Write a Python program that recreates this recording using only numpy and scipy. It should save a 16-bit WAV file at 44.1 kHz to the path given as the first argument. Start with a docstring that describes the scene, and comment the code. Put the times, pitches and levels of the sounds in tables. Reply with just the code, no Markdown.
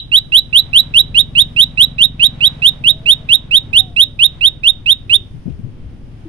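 """A garden: a caged tailorbird repeats one loud rising note 24 times, close to a phone.
Each note starts soft and reedy, then air pressure swells it into a pure upward whistle that overloads
the right microphone. A motorbike idles some way off over far traffic, each firing ringing its exhaust.
After the song the bird turns on its perch and puffs of air from its wings thump the left port."""
import sys
import numpy as np
from scipy import signal
from scipy.fft import rfft, irfft, next_fast_len
from scipy.io import wavfile
from scipy.ndimage import uniform_filter1d

SR = 44100
rng = np.random.default_rng(int(sys.argv[2]) if len(sys.argv) > 2 else 0)


def log_audio(samples):
    """Write samples as a 16-bit WAV file to the path given in sys.argv[1]."""
    # one column per channel
    frames = np.atleast_2d(samples).T
    # limit to full scale, then quantise
    limited = np.clip(frames, -1, 1)
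    pcm = np.round(limited * 32767).astype(np.int16)
    wavfile.write(sys.argv[1], SR, pcm)


N = 277246
TIME_S = np.arange(N) / SR

# The song. Each row: start in seconds, length in ms, top pitch in Hz, gain in dB.
NOTES = [(0.1152, 75.8, 3900, 2), (0.3191, 78.6, 3907, 3), (0.527, 77.7, 3926, 3), (0.7295, 79.8, 3918, 4),
         (0.9374, 77.8, 3886, 4), (1.1435, 73.6, 3782, 2.5), (1.3504, 76.2, 3796, 3),
         (1.5617, 81.7, 3836, 2.5), (1.7729, 78.6, 3877, 3.5), (1.9815, 79.4, 3800, 2),
         (2.1943, 79, 3832, 2), (2.4046, 77.9, 3857, 1.46), (2.6189, 78.3, 3778, 2.5),
         (2.8377, 79, 3788, 2), (3.0568, 81.7, 3768, 2.5), (3.2872, 74.4, 3772, 3.5),
         (3.5083, 78.5, 3773, 2), (3.7293, 80.4, 3755, 3), (3.9617, 79.8, 3778, 3), (4.19, 77.6, 3770, 3.5),
         (4.408, 79.5, 3758, 2), (4.6324, 76.6, 3722, 2.3), (4.8583, 75.9, 3755, 2.4),
         (5.0946, 73.9, 3690, 3)]


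def undb(db):
    """Decibels to gain."""
    return 10 ** (np.asarray(db) / 20)


def level(x, db):
    """Scale to an rms level."""
    return x * undb(db) / np.sqrt(np.mean(x ** 2))


def curve(hz, points):
    """Gain of a (Hz, dB) spectrum at the given frequencies."""
    points_hz, db = np.transpose(points)
    return undb(np.interp(np.log(np.maximum(hz, 1)), np.log(np.sort(points_hz)), db))


def colour(x, points):
    """Filter by a (Hz, dB) spectrum."""
    size = next_fast_len(x.shape[-1])
    gain = curve(np.fft.rfftfreq(size, 1 / SR), points)
    return irfft(rfft(x, size) * gain, size)[..., :x.shape[-1]]


def walk(rate_hz, size=N):
    """Random wander, spread about 1.3."""
    knots = rng.standard_normal(2048)
    return 1.54 * np.interp(np.arange(size) * rate_hz / SR, np.arange(len(knots)), knots)


def ramp(u):
    """Smooth step from 0 to 1."""
    return np.sin(np.pi / 2 * np.clip(u, 0, 1)) ** 2


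def bump(at_s, width_s):
    """Bell-shaped swell, peak 1."""
    return np.exp(-((TIME_S - at_s) / width_s) ** 2)


def place(x, pan_db):
    """Pan by left minus right level."""
    return x * undb(np.array([[pan_db], [-pan_db]]) / 2)


def air_noise(shared):
    """Stereo noise; `shared` is the power fraction common to both sides."""
    return np.sqrt(shared) * rng.standard_normal(N) + np.sqrt(1 - shared) * rng.standard_normal((2, N))


def engine(scatter_db=0.8, jitter_s=0.00015):
    """One cylinder at idle: uneven firings ring the exhaust; its drone swells near 2 s, then fades."""
    # Each row: time in seconds, firing rate in Hz.
    idle = [(0.0, 19.0), (0.3, 19.0), (0.91, 21.6), (2.14, 22.1), (2.56, 20.6), (5.2, 20.4)]
    # Exhaust resonances. Each row: frequency in Hz, t60 in seconds, relative level in dB.
    exhaust = [(44.8, 0.33, -3), (83.1, 0.092, 1), (106.35, 0.18, -1), (144.9, 0.13, -0.5),
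               (241.1, 0.095, -7), (311.4, 0.023, -13.5)]
    firing_hz = np.interp(TIME_S, *np.transpose(idle))
    firings = np.flatnonzero(np.diff(np.floor(np.cumsum(firing_hz) / SR)))
    timing, strength = rng.standard_normal((len(firings), 2)).T
    firings += (jitter_s * SR * timing).astype(int)
    pulses = np.zeros(N)
    pulses[np.clip(firings, 0, N - 1)] = undb(scatter_db * strength)
    t = TIME_S[:SR // 4]
    rings = [(-1) ** k * undb(db - 60 * t / t60_s) * np.sin(2 * np.pi * hz * t)
             for k, (hz, t60_s, db) in enumerate(exhaust)]
    thud = signal.fftconvolve(pulses, sum(rings[:3]))[:N]
    drone = signal.fftconvolve(pulses, sum(rings[3:]))[:N]
    drone_db = -47 + 13.5 * bump(at_s=2.05, width_s=2.06)
    return place(level(thud, -36) + level(drone, 0) * undb(drone_db), 0.45)


def traffic():
    """Far roads rumble and hiss from all sides; the hiss swells once and ebbs."""
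    # Road spectra. Each row: frequency in Hz, gain in dB.
    rumble_spectrum = [(5, 4.5), (20, 1.5), (45, -3), (62, -11), (100, 2), (160, -8), (230, -8.5),
                       (330, -14.5), (500, -24), (900, -43), (3000, -100)]
    hiss_spectrum = [(300, -6), (550, 2.5), (1000, -4), (2000, -8.5), (3200, -8.5), (5000, -23.5),
                     (9000, -34.5), (11000, -42.5), (15000, -57)]
    rumble = level(colour(air_noise(shared=0.78), rumble_spectrum), -36.5) * undb(1.2 * walk(3.5))
    hiss_db = -53.5 + 7 * bump(at_s=2.22, width_s=1.88)
    hiss = level(colour(air_noise(shared=0.17), hiss_spectrum), 0) * undb(hiss_db + 1.8 * walk(4.8))
    return place(rumble, 2.26) + place(hiss, -0.5)


def breeze():
    """Moving air buffets each port on its own."""
    spectrum = [(5, 0), (25, -2.5), (60, -3), (120, -8.5), (250, -19), (1000, -69.5)]
    buffet = level(colour(air_noise(shared=0), spectrum), -46)
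    return place(buffet * undb(2.8 * walk(0.67)), 5.4)


def insects():
    """Insects in the trees to the right: a faint, slowly swelling shimmer."""
    # Each row: frequency in Hz, gain in dB.
    shimmer_spectrum = [(1000, -47.5), (3000, -17), (5000, 3.5), (7800, -11.5), (9200, -0.5), (10500, -8),
                        (12500, -16.5), (15000, -22.5)]
    shimmer = level(colour(air_noise(shared=0.2), shimmer_spectrum), -78.5)
    return place(shimmer * undb(1.608 * walk(2.6)), -29.5)


def garden(x, near_t60_s=0.098, far_t60_s=0.31):
    """Cage and walls scatter a quick echo; trees and house fronts add a longer one."""
    t = TIME_S[:SR // 2]
    onset = ramp((t - 0.003) / 0.0032)
    near, far = (rng.standard_normal((2, len(t))) * onset * undb(-60 * t / t60_s)
                 for t60_s in (near_t60_s, far_t60_s))
    response = (level(near, -19.5) + level(far, -30)) / np.sqrt(len(t))
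    wet = signal.fftconvolve(x[None], response, axes=1)[:, :N]
    return place(colour(wet, [(2500, 0.5), (3200, -4.5), (3800, 0.5), (6000, -9), (12000, -3.5)]), -6)


def lingering_echo():
    """The garden still rings from a note sung a moment earlier."""
    tone = note(*NOTES[0])
    echo = garden(np.pad(tone, (0, N - len(tone))))
    elapsed = len(tone) * 4 // 5
    return ramp(TIME_S / 0.0019) * np.pad(echo[:, elapsed:], ((0, 0), (0, elapsed)))


def glide(progress):
    """Pitch through a note: 0 at the opening pitch, 1 at the top."""
    scoop = 0.08 * np.exp(-progress / 0.056)
    creep = 0.88 * (progress - 0.15)
    leap = 0.39 * ramp((progress - 0.43) / 0.38)
    droop = 0.34 * np.exp((progress - 1) / 0.046)
    return creep + leap - scoop - droop


def note(start_s, length_ms, top_hz, gain_db, attack_ms=10.7, release_ms=11, rise_ms=24.9, tick_ms=2):
    """One syllable: rising air pressure lifts the pitch and turns a reedy tone into a loud whistle."""
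    # Throat and beak response. Each row: frequency in Hz, gain in dB.
    beak = [(2500, -2), (3000, 1), (3400, 0.5), (3800, -.5), (4100, -2)]
    # Overtones while the syrinx doubles its period. Each row: multiple of the pitch, level in dB.
    overtones = [(1.5, -30), (2, -40.5), (2.5, -62), (3, -44.5), (3.5, -41.5), (4, -53)]
    # As the bird settles into its run, notes open lower and swell later.
    fresh = np.exp(-start_s / 1.8)
    opening_hz = 2661.5 + 101.5 * fresh
    swell_start_ms = 24.87 - 11.9 * fresh
    size = SR // 10
    ms = np.arange(size) * 1000 / SR
    progress = np.minimum(ms / length_ms, 1)
    pressure = ramp((ms - swell_start_ms) / rise_ms)
    jitter = 0.0038 * (0.42 + pressure) * walk(451, size)
    hz = (opening_hz + (top_hz - opening_hz) * glide(progress)) * (1 + jitter)
    phase = 2 * np.pi * np.cumsum(hz) / SR
    crest_db = 3 * ramp((progress - 0.8) / 0.278)
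    envelope_db = gain_db - 7.5 * (1 - pressure) + crest_db + 0.5 * walk(400, size)
    reed = sum(undb(db + 2 * walk(76, size)) * np.sin(k * phase) for k, db in overtones)
    reed *= ramp(ms / 6) * (1 - pressure)
    second = undb(-35 + 3 * walk(180, size)) * np.sin(2 * phase)
    third = undb(-35) * np.sin(3 * phase)
    whistle = curve(hz, beak) * np.sin(phase) + pressure * (second + third)
    whistle *= np.sqrt(ramp(ms / attack_ms)) * ramp((length_ms + 2.84 - ms) / release_ms)
    # The syrinx opens with a tiny tick.
    tick_spectrum = [(1200, -17), (2500, 27.5), (4000, 13.5), (7000, -30.5), (14000, -45)]
    tick = ramp(ms / tick_ms) * np.exp(-ms / tick_ms) * colour(rng.standard_normal(size), tick_spectrum)
    return undb(envelope_db) * (whistle + reed) + undb(-32) * tick


def bird():
    """The run of notes; a grainy overload hiss rides the loudest part of each, more in some than others."""
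    song = np.zeros(N)
    for start_s, *shape in NOTES:
        tone = note(start_s, *shape)
        start = int(start_s * SR)
        song[start:start + len(tone)] += tone
    hiss_spectrum = [(500, -1.5), (1600, 14.5), (4000, 8), (9000, 11), (15000, -14)]
    hiss = level(colour(rng.standard_normal(N), hiss_spectrum), -33)
    hiss *= undb(3 * np.tanh(walk(2.5) + walk(50)))
    power = uniform_filter1d(song ** 2, size=60)
    return song + hiss * power * ramp(power / 0.45)


def whines(flutter_db=4):
    """Faint far tones swell, drift and fade."""
    # Each row: start and end in seconds, start and end pitch in Hz, gain in dB.
    tones = [(2.873, 3.336, 627, 649, -51.5), (3.024, 3.28, 456, 440, -51), (3.58, 3.857, 830, 760, -59),
             (3.748, 4.046, 774.4, 644, -48), (3.984, 4.17, 584, 572, -55.5),
             (5.041, 5.278, 394.3, 375, -51.5), (6.254, 6.294, 317, 320, -32.5)]
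    out = np.zeros(N)
    for start_s, end_s, from_hz, to_hz, db in tones:
        span = (TIME_S >= start_s) & (TIME_S < end_s)
        progress = np.linspace(0, 1, span.sum())
        hz = (from_hz + (to_hz - from_hz) * progress) * (1 + 0.022 * walk(110, len(progress)))
        swell = np.sqrt(2 * np.abs(np.sin(np.pi * progress)))
        gain = undb(db + flutter_db * walk(22, len(progress)))
        out[span] += gain * swell * np.sin(2 * np.pi * np.cumsum(hz) / SR)
    return place(out, 3)


def puffs(edge_ratio=1.54):
    """Each wing flick pushes a short, low gust over the ports."""
    # Each row: start in seconds, level in dB, centre in Hz, length in seconds, left minus right in dB.
    gusts = [(5.328, -37.5, 115, 0.042, 21.5), (5.457, -30, 135.5, 0.028, 29), (5.475, -29, 236, 0.015, 19),
             (5.502, -33, 70.3, 0.035, 22), (5.588, -37.5, 168, 0.017, 27), (5.631, -30, 114.8, 0.034, 22),
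             (5.68, -44, 130, 0.026, 25), (5.832, -31, 69, 0.035, 8)]
    out = np.zeros((2, N))
    t = TIME_S[:SR // 4]
    for start_s, db, hz, length_s, pan_db in gusts:
        band = signal.butter(1, [hz / edge_ratio, hz * edge_ratio], "band", fs=SR, output="sos")
        noise = signal.sosfilt(np.vstack([band] * 3), rng.standard_normal(2 * len(t)))[len(t):]
        swell = 2 * t / length_s * np.exp(1 - 2 * t / length_s)
        weighted_rms = np.sqrt(np.average(noise ** 2, weights=swell ** 2))
        start = int(start_s * SR)
        out[:, start:start + len(t)] += place(noise * swell * undb(db) / weighted_rms, pan_db)
    return out


def feathers(flutter_db=4):
    """Feathers brush softly as the bird turns."""
    spectrum = [(1000, -17), (2800, 5), (5500, -12), (9000, -24), (14000, -37.5)]
    brush = level(colour(air_noise(shared=0.45), spectrum), -61)
    return brush * bump(at_s=5.51, width_s=0.027) * undb(flutter_db * walk(150))


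def scene(left_delay_samples=11):
    """The bird faces the right port; its song reaches the left one later and weaker."""
    # Response of the averted port, with interference notches. Each row: frequency in Hz, gain in dB.
    left_port = [(2500, -11), (2620, -10.5), (2730, -16), (2830, -6), (2950, -3.5), (3120, -7),
                 (3330, -3.5), (3500, -8), (3680, -27), (3800, -16.5), (3950, -11), (5500, -26),
                 (9000, -40), (15000, -30.5)]
    song = bird()
    left = np.roll(colour(song, left_port), left_delay_samples)
    background = engine() + traffic() + breeze() + insects() + whines()
    return np.array([left, song]) + garden(song) + lingering_echo() + puffs() + feathers() + background


def record(dry, ceiling=0.9, cutoff_hz=15500):
    """The input stage clips hard, adding a bright third harmonic; the top is cut."""
    oversampled = signal.resample_poly(dry, 4, 1, axis=1)
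    clipped = signal.resample_poly(np.clip(oversampled, -ceiling, ceiling), 1, 4, axis=1)
    lowpass = signal.firwin(301, cutoff_hz, fs=SR)
    return signal.fftconvolve(clipped, lowpass[None], "same", axes=1)


dry = scene()
out = record(dry)
log_audio(out)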